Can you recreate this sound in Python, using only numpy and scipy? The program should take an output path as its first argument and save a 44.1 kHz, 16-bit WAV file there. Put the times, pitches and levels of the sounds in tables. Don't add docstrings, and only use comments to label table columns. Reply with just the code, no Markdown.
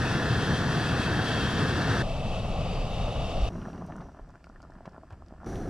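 import sys
import numpy as np
from scipy import signal
from scipy.fft import rfft, irfft, next_fast_len
from scipy.io import wavfile
from scipy.ndimage import uniform_filter1d

SR = 44100
rng = np.random.default_rng(int(sys.argv[2]) if len(sys.argv) > 2 else 0)


def master(y):
    cut = np.clip(np.atleast_2d(y).T, -1, 1)
    pcm = np.round(cut * 32767)
    wavfile.write(sys.argv[1], SR, pcm.astype(np.int16))


N = 250929

# freq_hz, relative_db
ROAR_FRONT = [(15, -18), (40, -13), (80, -2.5), (120, 0.5), (165, -2.5), (346, -11.5), (481, -11.5),
              (572, -18), (693, -13), (873, -18.5), (1150, -17.5), (1790, -13), (1930, -23), (2700, -58.5)]
ROAR_ABOVE = [(12, -19), (20, 2), (32, -1), (60, -4.5), (160, -6.5), (346, -22.5), (462, -16.5),
              (654, -11.5), (809, -17), (925, -25.5), (1190, -22.5), (1560, -37.5), (2000, -37),
              (2600, -61), (4400, -120)]
ROAR_CLOSE = [(12, -34), (20, -3), (120, 0.5), (175, 3.5), (250, -1.5), (397, -9), (523, -16.5),
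              (650, -13.5), (807, -17.5), (1400, -20.5), (1740, -28), (2200, -36), (2860, -75),
              (4840, -120)]
ROAR_HIGH = [(12, -30), (25, 1), (80, -1.5), (140, -3.5), (220, -4), (340, -4), (560, -16), (730, -12),
             (950, -25.5), (1300, -24), (1750, -26.5), (2000, -34), (3000, -62)]
# freq_hz, relative_db
HISS_FRONT = [(1500, -36), (2000, 0.5), (2400, -6), (3600, -0.5), (4800, -5.5), (5900, -9.5), (6400, -12),
              (9000, -14.5), (12000, -25), (15000, -54)]
HISS_ABOVE = [(1500, -41), (2100, -3.5), (3000, 0.5), (4100, -3.5), (5300, -7.5), (6200, -10),
              (9000, -15.5), (12000, -27), (15000, -35)]
HISS_CLOSE = [(1600, -13), (2200, 4.5), (3500, 2), (5000, 1), (6600, -2.5), (7400, -5.5), (9500, -7.5),
              (12500, -13), (15000, -27)]
# center_hz, width_hz, lift_db
RINGS_FRONT = [(2645, 244, 11), (3295, 300, 7.5), (3740, 270, 2), (4140, 180, 3), (4780, 220, 7.5),
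               (5720, 390, 7)]
RINGS_ABOVE = [(2663, 160, 13.1), (2980, 140, 7), (3560, 410, 4.9), (4670, 180, 5), (5580, 130, 4.9)]
RINGS_CLOSE = [(2800, 360, 8.4), (5850, 600, 14), (8400, 700, 4.2)]
RINGS_HIGH = [(5860, 450, 16), (6800, 450, 6), (8950, 470, 10), (10000, 600, 6)]
# middle_s, half_length_s, center_hz, width_hz, lift_db
SWELLS_FRONT = [(.45, 0.22, 3230, 170, 7.5), (.88, 0.24, 2630, 170, 11.5), (1.35, 0.28, 3220, 220, 9.5),
                (1.86, .17, 2650, 169, 12)]
SWELLS_ABOVE = [(2.75, .14, 4770, 280, 10), (2.71, 0.12, 2600, 580, 10), (3.2, 0.35, 3620, 260, 10),
                (3.3, 0.41, 2860, 220, 8.5), (3.37, .17, 5500, 690, 5)]
# middle_s, half_length_s, level_db
FLURRIES = [(4.18, .03, -58.5), (4.657, .022, -64), (4.77, .03, -63), (4.869, .02, -56),
            (4.955, .03, -58.5), (5.124, .018, -58), (5.446, 0.031, -55)]
# middle_s, peak_db, pitch_hz
PUFFS = [(3.082, -24.5, 750), (3.505, -35.0, 700), (3.539, -39.5, 750), (3.57, -41, 700),
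         (3.582, -36.5, 850), (3.655, -34, 1090), (3.661, -33.0, 700), (3.674, -38.0, 900),
         (3.685, -29.5, 750), (3.701, -38.5, 800), (3.74, -36.5, 902), (3.753, -38.0, 750),
         (3.778, -40, 800), (3.814, -36, 950), (3.822, -31.0, 700), (3.852, -39.0, 700), (3.887, -37, 700),
         (3.901, -34.0, 854), (3.908, -33, 800), (3.923, -32.5, 1450), (3.957, -36.5, 900),
         (3.966, -40.0, 850), (3.983, -37.5, 1100), (4.007, -36.5, 855), (4.023, -40.5, 650),
         (4.057, -43, 650), (4.064, -43, 650), (4.087, -38, 800), (4.094, -40, 850), (4.12, -45, 700),
         (4.148, -42.0, 900), (4.196, -36, 700), (4.297, -44.0, 950), (4.304, -44.0, 850),
         (4.34, -44.0, 900), (4.35, -45.5, 850), (4.356, -39.5, 1300), (4.443, -43, 1450), (4.47, -41, 950),
         (4.499, -40, 795), (4.56, -42.5, 1350), (4.603, -44, 800), (4.629, -45.0, 900),
         (4.641, -43.5, 900), (4.651, -41.0, 850), (4.7, -42, 650), (4.721, -44, 1100), (4.808, -37.5, 600),
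         (4.856, -33.5, 900), (4.867, -43, 750), (4.878, -33, 650), (4.887, -45.5, 700), (4.946, -40, 750),
         (4.954, -45.0, 900), (4.964, -39.5, 1050), (4.981, -36.5, 700), (5.035, -38.5, 760),
         (5.107, -41, 850), (5.113, -46, 850), (5.125, -42.5, 800), (5.138, -48, 700), (5.223, -38, 850),
         (5.309, -43, 755), (5.325, -40, 700), (5.339, -43.0, 750), (5.403, -42.0, 1050),
         (5.42, -40.0, 900), (5.433, -35.5, 800), (5.445, -41.5, 1050)]
# freq_hz, gain_db
METAL = [(900, -1), (1700, 0), (3000, -0.5), (3800, -5), (4700, 0.5), (5700, -1), (6600, -6.5),
         (7700, -4.5), (12500, -9), (15000, -10)]
# start_s, peak_db, pitch_hz, t60_s
TICKS = [(3.616, -44, 2900, .012), (3.73, -48, 2700, .012), (3.777, -51, 3000, .012),
         (3.863, -49, 8500, .015), (3.964, -44, 6900, .016), (4.007, -50.5, 3000, .015),
         (4.014, -54, 4700, .02), (4.304, -59, 6000, .015), (4.354, -59, 5500, .04),
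         (4.442, -48.5, 2100, .009), (4.442, -49, 5000, 0.0083), (4.604, -59, 3100, .014),
         (4.619, -49, 5400, .011), (4.628, -51, 5300, .009), (4.736, -58, 5000, .012),
         (4.855, -47, 2400, 0.039), (4.856, -52.5, 5000, .04), (4.893, -51.5, 4900, .012),
         (5.104, -54, 3000, 0.042), (5.103, -58, 5800, .025), (5.125, -53, 2300, .05),
         (5.123, -58, 6500, .04), (5.262, -56, 4600, .014), (5.283, -52, 4800, .012),
         (5.445, -48, 5000, .01), (5.556, -38, 3600, .012)]
# middle_s, peak_db, pitch_hz
BUMPS = [(2.807, -21.5, 30), (3.042, -27, 40), (3.436, -15.5, 48.6), (4.5, -43.5, 218),
         (4.232, -37.5, 35.6), (4.765, -43, 200), (4.878, -36, 170), (4.985, -45, 210), (5.13, -35.5, 92),
         (5.325, -42, 230)]
# freq_hz, left_minus_right_db
CHANNEL_BALANCE = [(60, 2.5), (110, 1.5), (200, 1.5), (370, 0.0), (690, -1.0), (1260, -0.5), (2320, 4),
                   (4260, 1), (7840, 0.5), (14400, -2)]
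PANEL_LAGS_MS = [1.3, 2.2, 3.1, 5.3]
# time_s, flow_db
GAS_FLOW = [(3.49, 1.5), (3.7, -0.5), (4.01, -1.5), (4.1, -12), (4.25, -15), (4.4, -19.5), (4.7, -15.5),
            (5.38, -16.5), (5.46, -6)]
# time_s, level_db
SIMMER_HISS = [(3.49, -64.5), (3.7, -64.5), (3.8, -68), (3.91, -70.5), (3.99, -70), (4.1, -75), (4.25, -84),
               (4.7, -92), (5.38, -90), (5.46, -73)]

TO_ABOVE_S, TO_VALVE_S, TO_HIGH_S = 2.024, 3.490, 5.460
# roar_db, hiss_db
FRONT_DB, ABOVE_DB, HIGH_DB = (-26.5, -39), (-31.5, -45.5), (-34.5, -58)
SIMMER_ROAR_DB = -39.5
TICK_Q, FAINT_TICK = 1.33, (-57, 4900, 0.0092)
BUMP_CYCLES = 0.9
CRACK_DB, CRACK_HZ, HUDDLE_HZ = -23.5, 2300, 850
TOP_HZ = 14400

T = np.arange(N) / SR
FFT_SIZE = 2 * next_fast_len(N // 2 + 1024)
F = np.maximum(np.arange(FFT_SIZE // 2 + 1) * SR / FFT_SIZE, 1)


def undb(db):
    return 10 ** (np.asarray(db) / 20)


def unit(x):
    return x / np.sqrt(np.mean(x ** 2))


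def shape(points):
    hz, db = np.transpose(points)
    return undb(np.interp(np.log(F), np.log(hz), db))


def colour(x, gain):
    return irfft(rfft(x, FFT_SIZE) * gain, FFT_SIZE)[..., :N]


def walk(rate_hz):
    k = max(int(SR / rate_hz), 1)
    steps = np.repeat(rng.standard_normal(N // k + 1), k)
    return 1.3 * uniform_filter1d(uniform_filter1d(steps, k), k)[:N]


def add(track, start_s, sound):
    i = int(np.clip(start_s * SR, 0, N - 1))
    track[i:i + len(sound)] += sound[:N - i]


def between(start_s, end_s):
    return uniform_filter1d(1. * ((T >= start_s) & (T < end_s)), size=176)


def roar(spectrum, flutter_db, crackle_db):
    gain = shape(spectrum)
    upper = F ** 4 / (F ** 4 + 450 ** 4)
    noise = rng.standard_normal((3, N))
    bursts = unit(noise * undb(crackle_db * walk(220)))
    flame = colour(noise, gain * (1 - upper)) + colour(bursts, gain * upper)
    flame = flame * undb(flutter_db * walk(24.99))
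    return flame / np.std(colour(flame, F > 60))


def reflections(x, echo_db, drift_ms):
    out = x
    for lag_ms in PANEL_LAGS_MS:
        source_s = T - (lag_ms + drift_ms * walk(1.5)) / 1000
        echo = np.array([np.interp(source_s, T, row) for row in x])
        out = out + undb(echo_db) * echo
    return out


def ring(spectrum, center_hz, width_hz, lift_db, flicker_db, drift):
    peak_db = lift_db / (1 + (2 * (F - center_hz) / width_hz) ** 2)
    lift = np.sqrt(undb(2 * peak_db) - 1)
    band = colour(rng.standard_normal((3, N)), shape(spectrum) * lift)
    bent_s = (T + np.cumsum(drift * walk(5)) / SR) % T[-1]
    bent = np.array([np.interp(bent_s, T, row) for row in band])
    return bent * unit(undb(flicker_db * walk(4)))


def hiss(spectrum, rings, waver_db, flicker_db, drift, swells=()):
    rush = unit(reflections(rng.standard_normal((3, N)), echo_db=-14, drift_ms=.06))
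    jet = colour(rush, shape(spectrum))
    for row in rings:
        jet = jet + ring(spectrum, *row, flicker_db, drift)
    for middle_s, half_s, *row in swells:
        opening = np.exp(-((T - middle_s) / half_s) ** 4)
        jet = jet + ring(spectrum, *row, flicker_db, drift) * opening
    return unit(jet) * undb(waver_db * walk(23.96))


def ports(direct, scattered, diffuse_hz, treble_lag_ms):
    share = F ** 2 / (F ** 2 + diffuse_hz ** 2)
    lag_ms = treble_lag_ms * (1 + 5.5 / (1 + (F / 480) ** 2))
    delay = np.exp(-1j * np.pi * F * lag_ms / 1000 * np.array([[1], [-1]]))
    return colour(direct, np.sqrt(1 - share) * delay) + colour(scattered, np.sqrt(share))


def burner(roar_db, hiss_db, flame, jet, diffuse_hz, treble_lag_ms):
    sound = flame * undb(roar_db) + jet * undb(hiss_db)
    return ports(sound[0], sound[1:], diffuse_hz, treble_lag_ms)


def still_air(rumble_db, hiss_db):
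    rumble_shape = shape([(10, -18), (22, 6.0), (70, 6.0), (150, -10.5), (400, -32), (2000, -70)])
    fizz_shape = shape([(500, 12.5), (2800, -1.5), (3950, -8.0), (4700, -2.5), (5500, -4.5),
                        (6500, -9.5), (7700, -5.5), (11000, -19.0), (15000, -24)])
    rumble = unit(colour(rng.standard_normal((3, N)), rumble_shape))
    fizz = unit(colour(rng.standard_normal((3, N)), fizz_shape))
    air = undb(rumble_db + 2 * walk(7)) * rumble + undb(hiss_db) * fizz
    return ports(air[0], air[1:], diffuse_hz=7850, treble_lag_ms=0.027)


def bumps():
    out = np.zeros(N)
    for middle_s, db, hz in BUMPS:
        cycles = hz * (T - middle_s)
        out -= undb(db) * np.cos(2 * np.pi * cycles) * np.exp(-(cycles / BUMP_CYCLES) ** 2)
    return out


def puff_train(rows):
    out, t = np.zeros(N), np.arange(-128, 128) / SR
    for middle_s, db, hz in rows:
        u = (np.pi * hz * t) ** 2
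        add(out, middle_s + t[0], -undb(db) * (1 - 2 * u) * np.exp(-u))
    return out


def flow_db(time_s):
    return np.interp(time_s, *np.transpose(GAS_FLOW))


def sputter(small_db, spread_db, cluster_db, cluster_s, count):
    when, pitch = rng.random((count, 2)).T
    small_s = TO_VALVE_S + when * (TO_HIGH_S - TO_VALVE_S)
    spread = spread_db * np.clip(rng.standard_normal(count), -2, 1)
    level_db = small_db + 0.19 * flow_db(small_s) + spread
    small = zip(small_s, level_db, 420 * 2 ** (1.8 * pitch))
    cracks = [(s, db + CRACK_DB, CRACK_HZ) for s, db, _ in PUFFS]
    huddle = np.array([(s + cluster_s / 2, db + cluster_db, HUDDLE_HZ) for s, db, _ in PUFFS])
    huddle = huddle + rng.standard_normal(huddle.shape) * [cluster_s, 2, 200]
    return puff_train(PUFFS) + puff_train(cracks) + puff_train(huddle) + puff_train(small)


def puff_rings(ring_db, ring_ratio, t60_s):
    out, t = np.zeros(N), np.arange(2048) / SR
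    for (s, db, hz), detune in zip(PUFFS, rng.standard_normal(len(PUFFS))):
        ring_hz = min(hz * ring_ratio * 2 ** (0.23 * detune), 1850)
        decay = undb(db + ring_db - 60 * t / t60_s)
        add(out, s, -decay * np.sin(2 * np.pi * ring_hz * t))
    return out


def under_pot(puffs, slap_s, slap_db, tail_db, t60_s):
    t = np.arange(4096) / SR
    tail = rng.standard_normal(len(t)) * undb(-60 * t / t60_s) * (t > slap_s)
    tent = signal.fftconvolve(puffs, tail / np.linalg.norm(tail))[:N]
    slap = 1 + undb(slap_db) * np.exp(-2j * np.pi * F * slap_s)
    gap = shape([(200, 7.5), (500, 0), (660, 3.5), (950, -2.5),
                 (1300, 1.0), (1800, 3.0), (2150, -9.0), (3000, 2.5)])
    return colour(puffs, gap * slap) + undb(tail_db) * colour(tent, gap)


def hand_shadow(pass_s, pass_width_s, pass_db):
    return undb(pass_db * np.exp(-((T - pass_s) / pass_width_s) ** 2))


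def rustle(steady_db, grain_db):
    grains = rng.standard_normal(N) * undb(grain_db * walk(260))
    edge = shape([(250, -14), (550, 0.5), (1200, 1), (1900, -8.5), (3000, -28), (6000, -51)])
    level = undb(steady_db) * between(TO_VALVE_S, TO_HIGH_S)
    for middle_s, half_s, db in FLURRIES:
        level = level + undb(db) * np.exp(-((T - middle_s) / half_s) ** 4)
    return unit(colour(grains, edge)) * level


def ticks(rise_s, tail_db, tail_t60_s, count):
    out, t = np.zeros(N), np.arange(4096) / SR
    faint = [(s, *FAINT_TICK) for s in rng.uniform(TO_VALVE_S, TO_HIGH_S, count)]
    for start_s, db, hz, t60_s in list(TICKS) + faint:
        slips, rattle = rng.standard_normal((2, len(t)))
        push = slips * np.abs(slips) * undb(-60 * t / t60_s)
        push = push + rattle * undb(tail_db - 60 * t / tail_t60_s)
        band = signal.iirpeak(hz, TICK_Q, fs=SR)
        snap = push * (1 - np.exp(-t / rise_s))
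        snap = signal.lfilter(*band, signal.lfilter(*band, snap))
        add(out, start_s, undb(db) * snap / np.abs(snap).max())
    return colour(out, shape(METAL))


def scene():
    front_jet = hiss(HISS_FRONT, RINGS_FRONT, waver_db=1.0, flicker_db=1.45, drift=.014,
                     swells=SWELLS_FRONT)
    front = burner(*FRONT_DB, roar(ROAR_FRONT, flutter_db=0.5, crackle_db=1.0), front_jet,
                   diffuse_hz=8900, treble_lag_ms=0.031)

    above_jet = hiss(HISS_ABOVE, RINGS_ABOVE, waver_db=0.5, flicker_db=0.7, drift=.007,
                     swells=SWELLS_ABOVE)
    above_jet = above_jet * hand_shadow(pass_s=3.5, pass_width_s=0.037, pass_db=-0.5)
    above = burner(*ABOVE_DB, roar(ROAR_ABOVE, flutter_db=0.34, crackle_db=1.0), above_jet,
                   diffuse_hz=8950, treble_lag_ms=.036)

    simmer_hiss_db = np.interp(T, *np.transpose(SIMMER_HISS))
    simmer_jet = hiss(HISS_CLOSE, RINGS_CLOSE, waver_db=0.8, flicker_db=0.5, drift=0.0075)
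    simmer = burner(SIMMER_ROAR_DB + flow_db(T), simmer_hiss_db,
                    roar(ROAR_CLOSE, flutter_db=1.1, crackle_db=3.5), simmer_jet,
                    diffuse_hz=36400, treble_lag_ms=0)

    high_jet = hiss(HISS_CLOSE, RINGS_HIGH, waver_db=1.5, flicker_db=1.5, drift=.006)
    high = burner(*HIGH_DB, roar(ROAR_HIGH, flutter_db=0.0, crackle_db=1.5), high_jet,
                  diffuse_hz=62000, treble_lag_ms=0)

    balance = shape(CHANNEL_BALANCE) ** np.array([[.5], [-.5]])
    stove = colour(front * between(0, TO_ABOVE_S) + above * between(TO_ABOVE_S, TO_VALVE_S), balance)
    stove = stove + simmer * between(TO_VALVE_S, TO_HIGH_S) + high * between(TO_HIGH_S, N / SR)

    puffs = sputter(small_db=-48.5, spread_db=2.0, cluster_db=-10.5, cluster_s=.004, count=125)
    puffs = puffs + rustle(steady_db=-68.5, grain_db=4.5)
    puffs = puffs + puff_rings(ring_db=-9.5, ring_ratio=1.447, t60_s=0.019)
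    puffs = under_pot(puffs, slap_s=0.00291, slap_db=-12, tail_db=-13, t60_s=0.072)
    metal = ticks(rise_s=0.00055, tail_db=-19, tail_t60_s=0.12, count=8)
    return stove + puffs + metal + bumps() + still_air(rumble_db=-51.0, hiss_db=-67.0)


def record(dry):
    low_pass = signal.ellip(10, .2, 70, TOP_HZ, fs=SR, output="sos")
    return signal.sosfilt(low_pass, dry)


dry = scene()
out = record(dry)
master(out)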